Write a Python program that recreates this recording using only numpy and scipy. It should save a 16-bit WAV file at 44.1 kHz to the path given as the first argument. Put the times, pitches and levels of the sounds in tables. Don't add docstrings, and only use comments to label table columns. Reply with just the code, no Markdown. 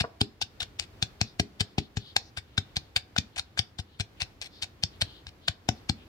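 import sys
import numpy as np
from scipy import signal
from scipy.fft import rfft, irfft
from scipy.io import wavfile
from scipy.ndimage import uniform_filter1d

SR = 44100
rng = np.random.default_rng(int(sys.argv[2]) if len(sys.argv) > 2 else 0)


def bounce(signal):
    frames = np.transpose(np.atleast_2d(signal))
    limited = np.clip(frames, -1, 1)
    pcm = np.round(limited * 32767).astype(np.int16)
    wavfile.write(sys.argv[1], SR, pcm)


N = 268112

# (time [s], crack peak [dB], crack's favoured frequency [Hz], thump peak [dB],
# lower bowl-air mode [dB], upper bowl-air mode [dB])
PESTLE_BLOWS = [(0.0087, -12, 4700, -21, -35.5, -36), (0.214, -7, 4250, -14.5, -29, -35),
                (0.416, -22, 5140, -47.5, -33, -40), (0.424, -16, 5200, -35, -57, -49),
                (0.619, -27, 4120, -34, -53, -35), (0.7971, -12, 5500, -39.5, -41.5, -61),
                (1.0257, -9, 4200, -23, -37, -37), (1.2141, -5.5, 4900, -19.5, -27, -35),
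                (1.3985, -11.5, 4100, -15, -25, -29), (1.6071, -8, 5800, -21, -37, -40),
                (1.7825, -15, 4350, -14.5, -26.5, -64), (1.9709, -24, 3880, -21, -40.5, -40),
                (2.1654, -0.5, 5360, -35, -24, -25), (2.3743, -23.5, 4950, -32, -41, -38.5),
                (2.5799, -11.5, 3700, -20.5, -38.5, -23.5), (2.768, -9, 4700, -25.5, -37.5, -38),
                (2.9632, -7.5, 4420, -29.5, -38, -29.5), (3.1644, -19, 3030, -41, -32, -25),
                (3.1844, -11, 4550, -19.5, -43, -40), (3.369, -60, 4400, -42, -42, -46),
                (3.3956, -13.5, 4230, -41, -44.5, -39), (3.576, -27.5, 4000, -44, -41, -31.5),
                (3.5918, -8.5, 4530, -24, -40, -44), (3.7915, -51, 4330, -25.5, -43, -46),
                (3.9996, -28, 4570, -23.5, -40, -35), (4.2188, -16, 5040, -29, -45, -47),
                (4.4154, -20.5, 5430, -49, -49.5, -54), (4.625, -14.5, 4050, -37.5, -57, -66),
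                (4.8366, -6.5, 5100, -24, -38.5, -46), (5.021, -8.5, 4260, -25, -34, -31.5),
                (5.2685, -26, 3520, -37, -53.5, -44), (5.4824, -8.5, 3930, -38, -32.5, -26),
                (5.4899, -22.5, 3500, -25, -56, -47.5), (5.6896, -6.5, 5420, -16, -21, -31),
                (5.8966, -12.5, 4300, -17, -30.5, -38.5)]
# (start [s], hold [ms], level [dB])
CRUSHES = [(0.0012, 12.3, -24.5), (0.2082, 3, -22.5), (0.4141, 9.5, -23.5), (0.6003, 31, -32),
           (0.79, 4.2, -30), (0.804, 39, -45.5), (1.021, 8.5, -24.5), (1.2097, 8.9, -29.5),
           (1.395, 7.6, -24), (1.5981, 13, -25.5), (1.7787, 21.2, -37.5), (1.967, 5.3, -28.5),
           (2.1593, 12.4, -27.5), (2.3664, 21.4, -36), (2.5758, 4.8, -23.5), (2.762, 8.7, -28.5),
           (2.9593, 12, -25), (3.1611, 6.5, -29.5), (3.177, 6.8, -26.5), (3.358, 12.8, -44.5),
           (3.3758, 18.6, -29), (3.574, 13, -37), (3.588, 8, -30), (3.784, 15.7, -35), (3.9967, 12.5, -29),
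           (4.202, 28.4, -32.5), (4.4099, 61, -42), (4.6194, 22, -33), (4.8304, 2.7, -20),
           (5.0127, 5.8, -19), (5.2637, 27, -52), (5.4792, 3.6, -19.5), (5.6856, 3.3, -23.5),
           (5.8912, 4.8, -25)]
# (frequency [Hz], level [dB], t60 [s])
AIR_MODES = [(750, 0, .024), (1540, 0, .022)]
# (frequency [Hz], level [dB])
STONE_MODES = [(2550, 11.5), (3050, 11), (3600, 13), (4080, 7), (4480, 9), (4900, 4), (5350, 5), (6300, 2),
               (7450, 7.5), (8300, 2.5), (9360, -45), (10800, -45.5), (12600, -11), (14500, -5)]

LEFT_DB, RIGHT_LAG = 5.0, 8


def undb(db):
    return 10 ** (np.asarray(db) / 20)


def unit(x):
    return x / np.sqrt(np.mean(x ** 2))


def colour(x, points):
    hz, db = np.transpose(points)
    n = x.shape[-1]
    bin_hz = np.maximum(np.arange(n // 2 + 1) * SR / n, 1)
    return irfft(rfft(x) * undb(np.interp(np.log(bin_hz), np.log(hz), db)), n)


def waver(rate_hz):
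    hold = int(SR / rate_hz)
    steps = np.repeat(rng.standard_normal(N // hold + 1), hold)
    return unit(uniform_filter1d(uniform_filter1d(steps, hold), hold)[:N])


def ring(modes, extra_db=0., phase=0.):
    hz, db, t60 = np.transpose(modes)
    t = np.arange(int(SR * t60.max()))[:, None] / SR
    decay = undb(db + extra_db) * np.exp(-np.log(1000) * t / t60)
    return (decay * np.sin(2 * np.pi * hz * t + phase)).sum(axis=1)


def place(out, time, x, pan_db):
    i = max(int(time * SR), 0)
    out[0, i:i + len(x)] += x * undb(pan_db / 2)
    out[1, i + RIGHT_LAG:i + RIGHT_LAG + len(x)] += x * undb(-pan_db / 2)


def house_hum():
    # (frequency [Hz], relative density [dB])
    spectrum = [(18, -61), (30, 4), (93, 4.5), (170, -6), (328, -6.5), (569, -14), (801, -16.5),
                (1130, -19.5), (2120, -22.5), (4530, -27.5), (8980, -41.5), (14400, -38.5), (16000, -43.5)]
    mid, side = colour(rng.standard_normal((2, N)), spectrum)
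    side = colour(side, [(60, -17.0), (300, -9.0), (1200, 0.5)])
    level = undb(-54 + 1.7 * waver(rate_hz=6))
    return level * np.array([mid + side, mid - side]) / np.std(mid)


def crackle(per_second, spread_db, size):
    breaks = rng.random(size) < per_second / SR
    force = breaks * undb(spread_db * rng.exponential(size=size)) * np.sign(rng.standard_normal(size))
    lean = undb(3 * rng.standard_normal(size))
    left = force * lean * undb(LEFT_DB / 2)
    right = np.roll(force / lean, RIGHT_LAG) * undb(-LEFT_DB / 2)
    return unit(np.array([left, right]))


def mortar_ring(extra_db, phase, detune, t60):
    modes = [(hz * (1 + .025 * off), db, t60 * min(5000 / hz, 1))
             for (hz, db), off in zip(STONE_MODES, detune)]
    x = ring(modes, extra_db, phase)
    return x * np.minimum(np.arange(len(x)) / SR / 0.0002, 1)


def crushing(out):
    bite_s, rise_s, fade_s = 0.0033, 0.0025, 0.0038
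    lead = SR // 50
    air = np.convolve(ring(AIR_MODES), np.hanning(SR // 2000))
    air = undb(-15.5) * air / np.linalg.norm(air)
    t = (np.arange(SR // 5) - lead) / SR
    flicker = undb(3 * waver(rate_hz=200))
    swell = np.exp(np.minimum(t - bite_s, 0) / rise_s)
    for start, hold_ms, db in CRUSHES:
        fade = np.exp(-np.maximum(t - hold_ms / 1000, 0) / fade_s)
        i = int(start * SR) - lead
        for _ in range(2):
            *mic_gains, phase, detune = rng.standard_normal((4, len(STONE_MODES)))
            stone = np.array([mortar_ring(3 * gain, phase, detune, t60=.006) for gain in mic_gains])
            stone /= np.linalg.norm(stone, axis=1)[:, None]
            bowl = np.pad(stone, [(0, 0), (0, len(air) - stone.shape[1])]) + air
            grains = crackle(per_second=1800, spread_db=3, size=len(t)) * undb(db - 3) * swell * fade
            crunch = signal.fftconvolve(grains, bowl, axes=1)[:, max(-i, 0):len(t)]
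            out[:, max(i, 0):i + len(t)] += crunch * np.roll(flicker, -i)[:crunch.shape[1]]


def bowl_air(out):
    lead_s = 0.001597
    detunes = rng.standard_normal((len(PESTLE_BLOWS), len(AIR_MODES)))
    for (time, _, _, _, *mode_dbs), detune in zip(PESTLE_BLOWS, detunes):
        for (hz, db, t60), blow_db, off in zip(AIR_MODES, mode_dbs, detune):
            cycle = np.linspace(0, 2 * np.pi, int(SR / hz))
            tap = np.hanning(len(cycle)) * np.sin(cycle) * 8 / len(cycle)
            tone = ring([(hz * (1 + .04 * off), db, t60)], blow_db)
            place(out, time - lead_s, np.convolve(tone, tap), pan_db=6.5)


def counter_thumps(out):
    # (frequency [Hz], level [dB], t60 [s])
    counter_modes = [(81.5, -15, 0.11), (102.8, -1, 0.065), (142, -5.5, 0.045), (200, -4.5, 0.022),
                     (280, -3, 0.011), (400, -21, 0.16)]
    lead_s = 0.00011
    chance = rng.standard_normal((len(PESTLE_BLOWS), 2, len(counter_modes)))
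    for (time, _, _, peak_db, _, _), (gain, detune) in zip(PESTLE_BLOWS, chance):
        contact_ms = max(2.78 + 0.31 * (-15 - peak_db), 1)
        push = np.sin(np.linspace(0, np.pi, int(contact_ms * SR / 1000)))
        modes = [(hz * (1 + .03 * off), db, t60) for (hz, db, t60), off in zip(counter_modes, detune)]
        thump = np.diff(np.convolve(push, ring(modes, 1.5 * gain)))
        place(out, time - lead_s, undb(peak_db) * thump / np.abs(thump).max(), pan_db=6)


def stone_cracks(out):
    mode_hz = np.transpose(STONE_MODES)[0]
    chance = rng.standard_normal((len(PESTLE_BLOWS), 5, len(mode_hz)))
    for (time, db, favoured_hz, *_), (left, other, phase, detune, spot) in zip(PESTLE_BLOWS, chance):
        emphasis_db = np.maximum(-14 * np.abs(np.log2(mode_hz / favoured_hz)), -9)
        pan_db = LEFT_DB + 4 * spot[0]
        right = .8 * left + .6 * other
        for mic, gain, side in ((0, left, 1), (1, right, -1)):
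            crack = mortar_ring(emphasis_db + 3 * gain, 1.5 * phase, detune, t60=.009)
            i = int(time * SR) + RIGHT_LAG * mic
            out[mic, i:i + len(crack)] += undb(db + side * pan_db / 2) * crack / np.abs(crack).max()


def kitchen_echo(x):
    # (frequency [Hz], level [dB], t60 [s])
    echo_bands = [(102.3, -10.5, 0.1), (336, -7.5, 0.23), (990, -14.5, 0.42), (2256, -10.5, 0.14),
                  (4240, -22, 0.25), (7800, -12, 0.099)]
    t = np.arange(SR // 2) / SR
    tail = 0
    for hz, db, t60 in echo_bands:
        band = signal.butter(2, [hz / 1.72, hz * 1.53], "band", fs=SR, output="sos")
        mid, side = signal.sosfilt(band, rng.standard_normal((2, len(t))))
        side *= min(hz / 900, 1)
        decay = np.exp(-np.log(1000) * t / t60) * np.minimum(t / 0.0015, 1)
        tail = tail + undb(db) * np.array([mid + side, mid - side]) * decay / np.linalg.norm(decay)
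    return signal.fftconvolve(x.mean(axis=0)[None], tail, axes=1)[:, :N]


def hollow_knock(out):
    # (frequency [Hz], level [dB], t60 [s])
    hollow_modes = [(460, -3, .03), (684, 0, .02), (974, -6, .02), (1180, -3, .02)]
    # (time [s], length [s], peak [dB])
    time, length, db = (.033, .022, -21.5)
    n = int(length * SR)
    rough_push = np.hanning(n) * (rng.random(SR)[:n] < .03)
    soft_push = np.convolve(rough_push, np.hanning(30))
    knock = np.convolve(np.diff(soft_push), ring(hollow_modes))
    place(out, time, undb(db) * knock / np.abs(knock).max(), pan_db=0)


def dragging(out):
    # (middle [s], length [s], level [dB], brightness [Hz])
    strokes = [(1.266, 0.15, -53, 4460), (1.68, 0.16, -65.5, 4240), (1.828, 0.12, -54, 3860),
               (2.051, .2, -51.5, 3940), (2.232, 0.16, -56.5, 5000), (2.617, 0.44, -66.5, 3500),
               (2.852, 0.096, -64.5, 4000), (3.35, 0.067, -65.5, 3650), (3.497, 0.17, -73, 3500),
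               (3.938, 0.16, -65.5, 3700), (4.199, .075, -58.5, 3100), (4.567, 0.15, -57.5, 4330),
               (4.946, 0.084, -60.5, 3700), (5.118, 0.24, -54, 3760), (5.454, 0.1, -58, 3860),
               (5.763, 0.095, -63, 4300), (6.003, 0.095, -58, 3120)]
    # (frequency / brightness [ratio], relative density [dB])
    slip_spectrum = [(.3, -26), (.6, -19), (.8, 12.5), (1.15, 9.5), (1.499, -13), (2.2, -22.5),
                     (3.5, -25.5)]
    flicker = undb(1.5 * waver(rate_hz=55))
    for middle, length, db, bright_hz in strokes:
        n = int(length * SR / 2) * 2
        i = int((middle - length / 2) * SR)
        grit = crackle(per_second=9000, spread_db=2, size=n) + .6 * rng.standard_normal((2, n))
        slip = unit(colour(grit, [(ratio * bright_hz, gain_db) for ratio, gain_db in slip_spectrum]))
        swell = np.sin(np.linspace(0, np.pi, n))
        out[:, i:i + n] += undb(db) * swell * slip * np.roll(flicker, -i)[:n]


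def scene():
    direct, air = np.zeros((2, 2, N + SR))
    counter_thumps(direct)
    bowl_air(air)
    stone_cracks(direct)
    hollow_knock(direct)
    crushing(direct)
    dragging(direct)
    to_walls = (direct + undb(-8) * air)[:, :N]
    spots = 5
    spot_changes_s = np.transpose(CRUSHES)[0] - .02
    spot = np.searchsorted(spot_changes_s, np.arange(N) / SR) % spots
    echo = sum(kitchen_echo(to_walls * (spot == k)) for k in range(spots))
    return (direct + air)[:, :N] + echo + house_hum()


def record(dry):
    low_cut = signal.butter(2, 60., "high", fs=SR, output="sos")
    high_cut = signal.ellip(8, .2, 70, 15800, fs=SR, output="sos")
    rounded = np.tanh(signal.sosfilt(low_cut, dry))
    return signal.sosfilt(high_cut, rounded)


dry = scene()
out = record(dry)
bounce(out)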